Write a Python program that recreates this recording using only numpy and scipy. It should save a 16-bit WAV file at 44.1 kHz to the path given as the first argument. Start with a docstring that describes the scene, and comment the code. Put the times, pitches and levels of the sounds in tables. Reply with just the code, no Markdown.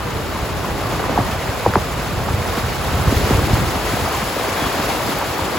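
"""A flooded road, heard from the open side window of a car wading through deep water.
Wind buffets the microphone as it leans out past the mirror; the front wheel sloshes and gulps air.
Waves slap, knock and thud against the body, sheets of water splat down, and one thin squeak slips by.
Up front, the bow wave churns and bubbles along the door and its crest breaks into fizzing spray."""
import sys
import numpy as np
from scipy import signal
from scipy.fft import rfft, irfft, next_fast_len
from scipy.io import wavfile
from scipy.ndimage import map_coordinates

SR = 44100
rng = np.random.default_rng(int(sys.argv[2]) if len(sys.argv) > 2 else 0)


def wav_out(sig):
    """Save sig, one row per channel (or a flat mono array), as 16-bit PCM at SR to the path in sys.argv[1]."""
    wavfile.write(sys.argv[1], SR, np.round(np.clip(np.atleast_2d(sig).T, -1, 1) * 32767).astype(np.int16))


N = 246078

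# Air at the window. Each row: time in seconds, relative level in dB.
WIND_RIDE = [(0.0, -31), (0.57, -31), (1.23, -29.5), (1.66, -31.5), (2.8, -29.5), (3.12, -25.5), (3.4, -27),
             (3.67, -28), (3.95, -30.5), (4.35, -36.5), (5.02, -34), (5.58, -35.5)]
# Eddies that catch the microphone. Each row: crest time in seconds, half-length in seconds, boost in dB.
BUFFETS = [(2.26, 0.13, 3), (2.973, 0.094, 1.5), (3.6, 0.076, 5), (4.645, 0.032, 8)]
# The wind's low rumble. Each row: frequency in Hz, gain in dB.
WIND_EQ = [(20, -25), (32, -24), (48, -1.5), (65, -2.5), (110, -3), (160, -8), (260, -17), (600, -34),
           (1500, -68)]
# Sloshing at the front wheel, fading as the microphone turns back along the door.
# Each row: time in seconds, level in dB.
SLOSH_RIDE = [(0, -34), (.75, -31.5), (1.17, -28.5), (1.3, -35), (1.58, -39), (1.88, -38), (2.2, -31),
              (2.75, -37), (3.3, -23.5), (4.3, -48), (5.58, -31)]
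# The hollow tone of the slosh. Each row: frequency in Hz, gain in dB.
SLOSH_EQ = [(80, -25), (140, -3), (200, -4), (320, -0.5), (480, -3), (900, -24), (3000, -60)]
# Big air pockets swallowed at the wheel arch. Each row: start in seconds, level in dB, first pitch in Hz.
GULPS = [(1.286, -20, 327), (1.669, -13.5, 634), (1.696, -15, 330), (1.991, -17, 282), (2.04, -22.5, 300),
         (2.574, -14.5, 490), (3.124, -11.5, 448), (3.308, -7.5, 350), (3.418, -15, 400),
         (3.524, -14.5, 478), (3.582, -21, 425), (3.754, -16, 490), (3.918, -17, 260), (3.934, -16, 473),
         (4.035, -18, 490), (4.225, -16, 296), (4.364, -19.5, 720), (4.481, -19, 606), (4.528, -27, 560),
         (4.619, -18, 400), (4.662, -17, 388), (4.791, -18, 400), (4.883, -23, 560), (5.09, -16.5, 450),
         (5.437, -22, 590)]
# Drops landing close by. Each row: start in seconds, level in dB, pitch in Hz.
DROPS = [(.935, -25, 6130), (4.15, -20, 6700), (4.902, -27, 3220), (5.188, -14, 14500), (5.383, -15, 14800)]
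# Sheets of water landing on the flood.
# Each row: start in seconds, level in dB, band centre in Hz, seconds to fade by 60 dB.
SPLATS = [(.912, -27, 2000, 0.059), (1.311, -31, 4000, .07), (2.284, -22, 900, 0.13),
          (2.572, -24, 1000, 0.11), (3.305, -25, 650, 0.14), (4.657, -32, 3200, .08),
          (4.898, -23, 1900, .08), (5.213, -18.5, 1000, .09)]
# Low thuds of water and air. Each row: start in seconds, level in dB, pitch in Hz.
THUDS = [(0.711, -14, 71), (.85, -14.5, 109), (1.49, -14, 98), (2.176, -10, 94), (2.205, -16, 104),
         (2.303, -13, 88), (2.339, -9.5, 95), (2.381, -14, 95), (2.942, -9.5, 79.5), (3.008, -12, 89.5),
         (1.203, -10.5, 112), (1.677, -11.5, 120), (1.688, -13, 125), (1.773, -10.5, 115),
         (3.076, -5.5, 91), (3.166, -4.5, 85), (3.241, -9, 103), (3.329, -7, 90), (3.348, -9, 90),
         (3.379, -8.5, 100), (3.436, -10, 88), (3.508, -11, 110), (3.533, -4.5, 100), (3.586, -14, 99),
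         (3.924, -15, 90), (4.659, -23, 95), (4.795, -23, 100), (5.42, -16.5, 90)]
# Waves hitting a panel. Each row: start in seconds, level in dB, first pitch in Hz,
# seconds for the pitch to halve, length in seconds.
KNOCKS = [(.923, -14, 950, .004, .014), (.996, -14, 950, .007, .01), (1.095, -14, 850, .004, .016),
          (1.1895, -10.5, 450, .0025, .012), (1.6632, -5, 800, .003, .013),
          (1.7557, -2.5, 1700, .0019, .02)]
# Water slapping the body. Each row: start in seconds, level in dB, pitch of the trapped air in Hz,
# ring length in cycles, bend as a share of the pitch.
SLAPS = [(.357, -19, 1060, 4.8, -0.06), (0.645, -17.5, 1080, 8.1, -.1), (1.04, -12, 1200, 4, -.11),
         (1.157, -16, 557, 4.4, -0.12), (1.1766, -3, 900, 4.6, -.1), (1.186, -9.5, 780, 3.5, -.1),
         (1.652, -16, 1100, 4.2, -.2), (1.6612, -6, 950, 3.4, -.1), (1.7375, -7, 1500, 3.2, -.15),
         (1.7572, -6.5, 680, 3.6, -.05), (2.286, -15, 900, 4.6, -.1), (2.46, -17, 1000, 5.4, -.1),
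         (3.335, -14, 900, 5.3, -0.082), (3.97, -18, 615, 5, -0.072), (4.076, -17, 757, 6.8, -0.11),
         (4.219, -19, 1200, 4.9, -.2), (4.445, -20, 680, 8.7, -0.075), (4.799, -13.5, 1080, 4.1, -0.13),
         (5.223, -15, 1000, 6.2, -0.16), (5.39, -19, 950, 7, -0.032)]
# The tone of the froth a slap throws up. Each row: frequency in Hz, gain in dB.
FROTH_EQ = [(60, -17), (150, 1), (330, 2), (800, 5), (1400, -10), (2200, -18), (6000, -53)]
# Spray off the breaking crest. Each row: time in seconds, relative level in dB.
SPRAY_RIDE = [(0.0, -39), (0.85, -35.5), (2.39, -36), (3.04, -33.5), (3.23, -32), (4.49, -32),
              (4.77, -31.5), (5.58, -34)]
# The spray's bright hiss. Each row: frequency in Hz, gain in dB.
SPRAY_EQ = [(500, -25), (1300, -3), (2100, 1), (3100, -1), (4700, -2.5), (6300, -5.5), (8500, -6.1),
            (15800, -8.2)]
# The flow churning along the door. Each row: time in seconds, relative level in dB.
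CHURN_RIDE = [(0.0, -27), (0.46, -27), (0.96, -25), (1.4, -25.5), (2.2, -26.5), (3.02, -25), (3.29, -24),
              (3.75, -23.5), (4.35, -24), (4.72, -22), (5.0, -24), (5.58, -24)]
# The churn's full midrange. Each row: frequency in Hz, gain in dB.
CHURN_EQ = [(50, -28), (130, -6.5), (230, -2.5), (400, -0.5), (800, -0.1), (1200, -2.5), (1700, -7.5),
            (2600, -12), (5000, -20.5), (12000, -44)]
# Where the churn sits as the microphone turns. Each row: time in seconds, left minus right in dB.
CHURN_PAN = [(0, 0.5), (2.6, -1.6), (3.3, 0), (4.3, 1.2), (5.58, 1)]
# The wave heaps up and topples.
# Each row: crest time in seconds, half-length in seconds, churn boost in dB, spray boost in dB.
BREAKS = [(1.097, 0.09, 1.5, -2), (2.49, 0.029, 2, 2.5), (2.57, 0.054, 1, 2), (2.693, 0.02, 1.5, 0.5),
          (3.142, 0.06, 0.5, 3), (3.306, 0.1, 2, 2), (3.575, 0.025, 2.5, 1.5), (3.946, .04, 1, 2.5),
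          (4.656, 0.065, 0.5, 0.5), (4.884, 0.051, 1, 2), (5.086, 0.045, 2.5, 3)]
# Stereo image of the noise layers. Each row: frequency in Hz, left-right likeness (1 is mono).
LIKENESS = [(60, .89), (250, .75), (700, .83), (1400, .79), (3100, .5), (4200, .55), (5600, .15),
            (7000, .97), (8500, .99)]
# The wave side is louder. Each row: frequency in Hz, left minus right in dB.
BALANCE = [(100, -0.2), (700, -0.5), (1300, -0.3), (2400, 1), (5000, 4), (7000, -0.5), (15000, 2)]
# Stereo widening by phase. Each row: frequency in Hz, lead of the right channel in cycles.
PHASE_LEAD = [(300, 0), (1400, -.03), (3100, -.08), (5400, 0), (7300, 0), (8700, .5), (9350, .5),
              (10650, 1), (11450, 1), (12800, 1.5), (13500, 1.5), (14850, 2)]


def amp(db):
    """Decibels to gain."""
    return 10 ** (np.asarray(db) / 20)


def unit(x):
    """Scale to rms 1."""
    return x / np.sqrt(np.mean(x ** 2) + 1e-20)


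def along(points, hz):
    """Read (Hz, value) points on a log axis."""
    freqs, values = np.transpose(points)
    return np.interp(np.log(hz + 1), np.log(freqs + 1), values)


def ride(points):
    """A fader move: (seconds, value) points joined into one value per sample."""
    return np.interp(np.arange(N) / SR, *np.transpose(points))


def swell(s, half):
    """A smooth rise to 1 at time s and a fall back, half seconds to either side."""
    return np.exp(-((np.arange(N) / SR - s) / half) ** 2)


def wobble(rate):
    """A smooth random curve, rate knots a second."""
    return map_coordinates(rng.standard_normal(int(N * rate / SR) + 4), [np.arange(N) * rate / SR])


def filtered(x, response):
    """Shape x with a frequency response."""
    size = next_fast_len(N + 8192)
    return irfft(rfft(x, size) * response(np.fft.rfftfreq(size, 1 / SR)), size)[..., :N]


def spread(pair, eq):
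    """EQ two unrelated signals and mix them as mid and side into stereo of rms 1."""
    def response(hz):
        width = np.arccos(np.clip(along(LIKENESS, hz), -1, 1)) / 2
        return amp(along(eq, hz)) * [np.cos(width), np.sin(width)]
    mid, side = filtered(pair, response)
    return unit(np.array([mid + side, mid - side]))


def add(track, s, sound):
    """Mix a sound into the track at time s."""
    part = track[round(s * SR):][:len(sound)]
    part += sound[:len(part)]


def wind():
    """Eddies at the window and the drone of the car make a lumpy rumble."""
    level_db = ride(WIND_RIDE) + sum(db * swell(s, half) for s, half, db in BUFFETS)
    lumps = unit(amp(1.5 * wobble(30)))
    return amp(level_db + 4.0) * lumps * spread(rng.standard_normal((2, N)), WIND_EQ)


def squeak(s, length, hz, db):
    """One thin squeak, centred on time s, sounds through the wash and sags as it ends."""
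    progress = np.clip(2 * (np.arange(N) / SR - s) / length, -2, 2)
    pitch = hz * (1 - 0.04 * np.maximum(progress, 0) ** 4 + 0.002 * wobble(200))
    return amp(db) * np.exp(-progress ** 4) * np.sin(2 * np.pi * np.cumsum(pitch) / SR)


def slosh():
    """Deep water heaves around the front wheel in short, hollow surges."""
    heave = unit(amp(1.4 * wobble(25)))
    return amp(ride(SLOSH_RIDE)) * heave * spread(rng.standard_normal((2, N)), SLOSH_EQ)


def gulp(t, hz, end_hz, fall_s, rise_s):
    """A swallowed air pocket of peak 1: its pitch sinks quickly towards a low boom."""
    turns = end_hz * t + (hz - end_hz) * fall_s * (1 - np.exp(-t / fall_s))
    return t / rise_s * np.exp(1 - t / rise_s) * np.sin(2 * np.pi * turns)


def small_gulps(churn_db, count, typical_hz):
    """The wheel swallows small air pockets at uneven intervals, louder when the flow is strong."""
    out, t = np.zeros(N), np.arange(SR // 8) / SR
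    for k, (when, strength, pitch) in enumerate(rng.random((count, 3))):
        at = int((k + when) / count * N)
        db = churn_db[at] + 6 * (strength - .5)
        hz = typical_hz * 2 ** (pitch - .5)
        add(out, at / SR, amp(db) * gulp(t, hz, end_hz=136, fall_s=0.0074, rise_s=0.0029))
    return out


def pocket(t, hz, cycles, glide):
    """Trapped air rings: it swells to peak 1 and dies away as its pitch bends by the share glide."""
    rise = cycles / (4 * hz)
    age = np.minimum(t / rise, 40)
    bent_time = t + glide * (t - 2 * rise * (1 - np.exp(-age / 2)))
    return age * np.exp(1 - age) * np.sin(2 * np.pi * hz * bent_time)


def splat(t, hz, t60):
    """A sheet of water lands: a sudden burst of noise around one pitch."""
    band = signal.butter(2, [hz / 2, min(hz * 1.5, SR / 3)], "bandpass", fs=SR, output="sos")
    return unit(signal.sosfilt(band, rng.standard_normal(len(t)))) * amp(-60 * t / t60)


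def knock(t, hz, fall_s, length, attack_s=.0002, roughness=.4, flutter_hz=450):
    """A wave breaks on a panel: a ragged blow whose pitch dives and takes the level down with it."""
    dive = 1 + t / fall_s
    shake, waver = roughness * wobble(flutter_hz)[:2 * len(t)].reshape(2, -1)
    envelope = (1 - np.exp(-t / attack_s)) * dive ** -.55 * np.exp(-(t / length) ** 4)
    pitch = hz * np.exp(waver / 2) / dive
    return envelope * (1 + np.tanh(shake)) * np.sin(2 * np.pi * np.cumsum(pitch) / SR)


def splashes():
    """The spot hits, in mono: slaps ring, knocks and gulps dive, thuds push, splats spatter, drops tick."""
    out, t = np.zeros(N), np.arange(SR // 8) / SR
    for s, db, hz, cycles, bend in SLAPS:
        add(out, s, amp(db) * pocket(t, hz, cycles, glide=bend))
    for s, db, hz, fall_s, length in KNOCKS:
        add(out, s, amp(db) * knock(t, hz, fall_s, length))
    for s, db, hz in GULPS:
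        add(out, s, amp(db) * gulp(t, hz, end_hz=105, fall_s=0.00686, rise_s=0.0041))
    for s, db, hz in THUDS:
        add(out, s, amp(db) * pocket(t, hz, cycles=1.7, glide=-0.089))
    for s, db, hz, t60 in SPLATS:
        add(out, s, amp(db) * splat(t, hz, t60))
    for s, db, hz in DROPS:
        add(out, s, amp(db) * pocket(t, hz, cycles=13.0, glide=0.13))
    return out


def froth(attack_s=0.0005, t60=0.2):
    """Each slap throws up a short, rough wash of water."""
    envelope, t = np.zeros(N), np.arange(SR // 5) / SR
    burst = (1 - np.exp(-t / attack_s)) * amp(-60 * t / t60)
    for s, db, *_ in SLAPS:
        add(envelope, s, amp(db - 16.0) * burst)
    return envelope * spread(rng.standard_normal((2, N)), FROTH_EQ)


def bubbles(low_hz, high_hz, cycles, scatter_db, glide, count, samples):
    """A cloud of ringing bubbles, mostly faint with a few strong, as two unrelated signals."""
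    when, pitch, strength, life, angle = rng.random((count, 5)).T
    hz = low_hz * (high_hz / low_hz) ** pitch
    gain = amp(-scatter_db * np.log(np.maximum(strength, .01))) * hz
    t = np.arange(samples) / SR
    rings = pocket(t, hz[:, None], cycles * (.5 + life[:, None]), glide) * gain[:, None]
    at = ((when * N).astype(int)[:, None] + np.arange(samples)).ravel()
    sends = np.cos(2 * np.pi * angle), np.sin(2 * np.pi * angle)
    return unit(np.array([np.bincount(at, (rings * send[:, None]).ravel(), N)[:N] for send in sends]))


def spray(level_db, surge):
    """The crest breaks into foam: tiny bursting bubbles on a hiss, in quick spurts."""
    fizz = bubbles(1792, 14600, cycles=11.4, scatter_db=1.8, glide=0.062, count=16000, samples=300)
    foam = rng.standard_normal((2, N)) + amp(-6.5) * fizz
    spurts_db = 0.28 * surge + 0.94 * wobble(70)
    return amp(level_db + 3.5 + spurts_db) * spread(foam, SPRAY_EQ)


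def churn(level_db, surge):
    """The bow wave folds air under: a dense roar with large bubbles gurgling in it."""
    gurgle = bubbles(300, 2400, cycles=8, scatter_db=1.5, glide=-0.06, count=2000, samples=1600)
    roar = rng.standard_normal((2, N)) + amp(-16.5) * gurgle
    tumble_db = .45 * surge + 0.24 * wobble(35)
    pan = amp(np.outer([.5, -.5], ride(CHURN_PAN)))
    return amp(level_db + 1.1 + tumble_db) * spread(roar, CHURN_EQ) * pan


def scene():
    """The mix: churn and spray surge together as the wave tumbles, with hits on top and wind below."""
    churn_db = ride(CHURN_RIDE) + sum(db * swell(s, half) for s, half, db, _ in BREAKS)
    spray_db = ride(SPRAY_RIDE) + sum(db * swell(s, half) for s, half, _, db in BREAKS)
    surge = wobble(16)
    water = churn(churn_db, surge) + slosh() + spray(spray_db, surge)
    water += splashes() + froth() + small_gulps(churn_db, count=12, typical_hz=413)
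    mix = water + squeak(s=4.63, length=.085, hz=3375, db=-31.5) + wind()
    return filtered(mix, lambda hz: amp(np.outer([.5, -.5], along(BALANCE, hz))))


def record(dry):
    """The master: widen the stereo by phase, thin the deepest bass and cut off the very top."""
    low_cut_hz, top_hz = 30, 15900
    wide = filtered(dry, lambda hz: np.exp(np.outer([-1j, 1j], np.pi * along(PHASE_LEAD, hz))))
    return filtered(wide, lambda hz: (hz < top_hz) * hz ** 2 / np.hypot(hz ** 2, low_cut_hz ** 2))


dry = scene()
out = record(dry)
wav_out(out)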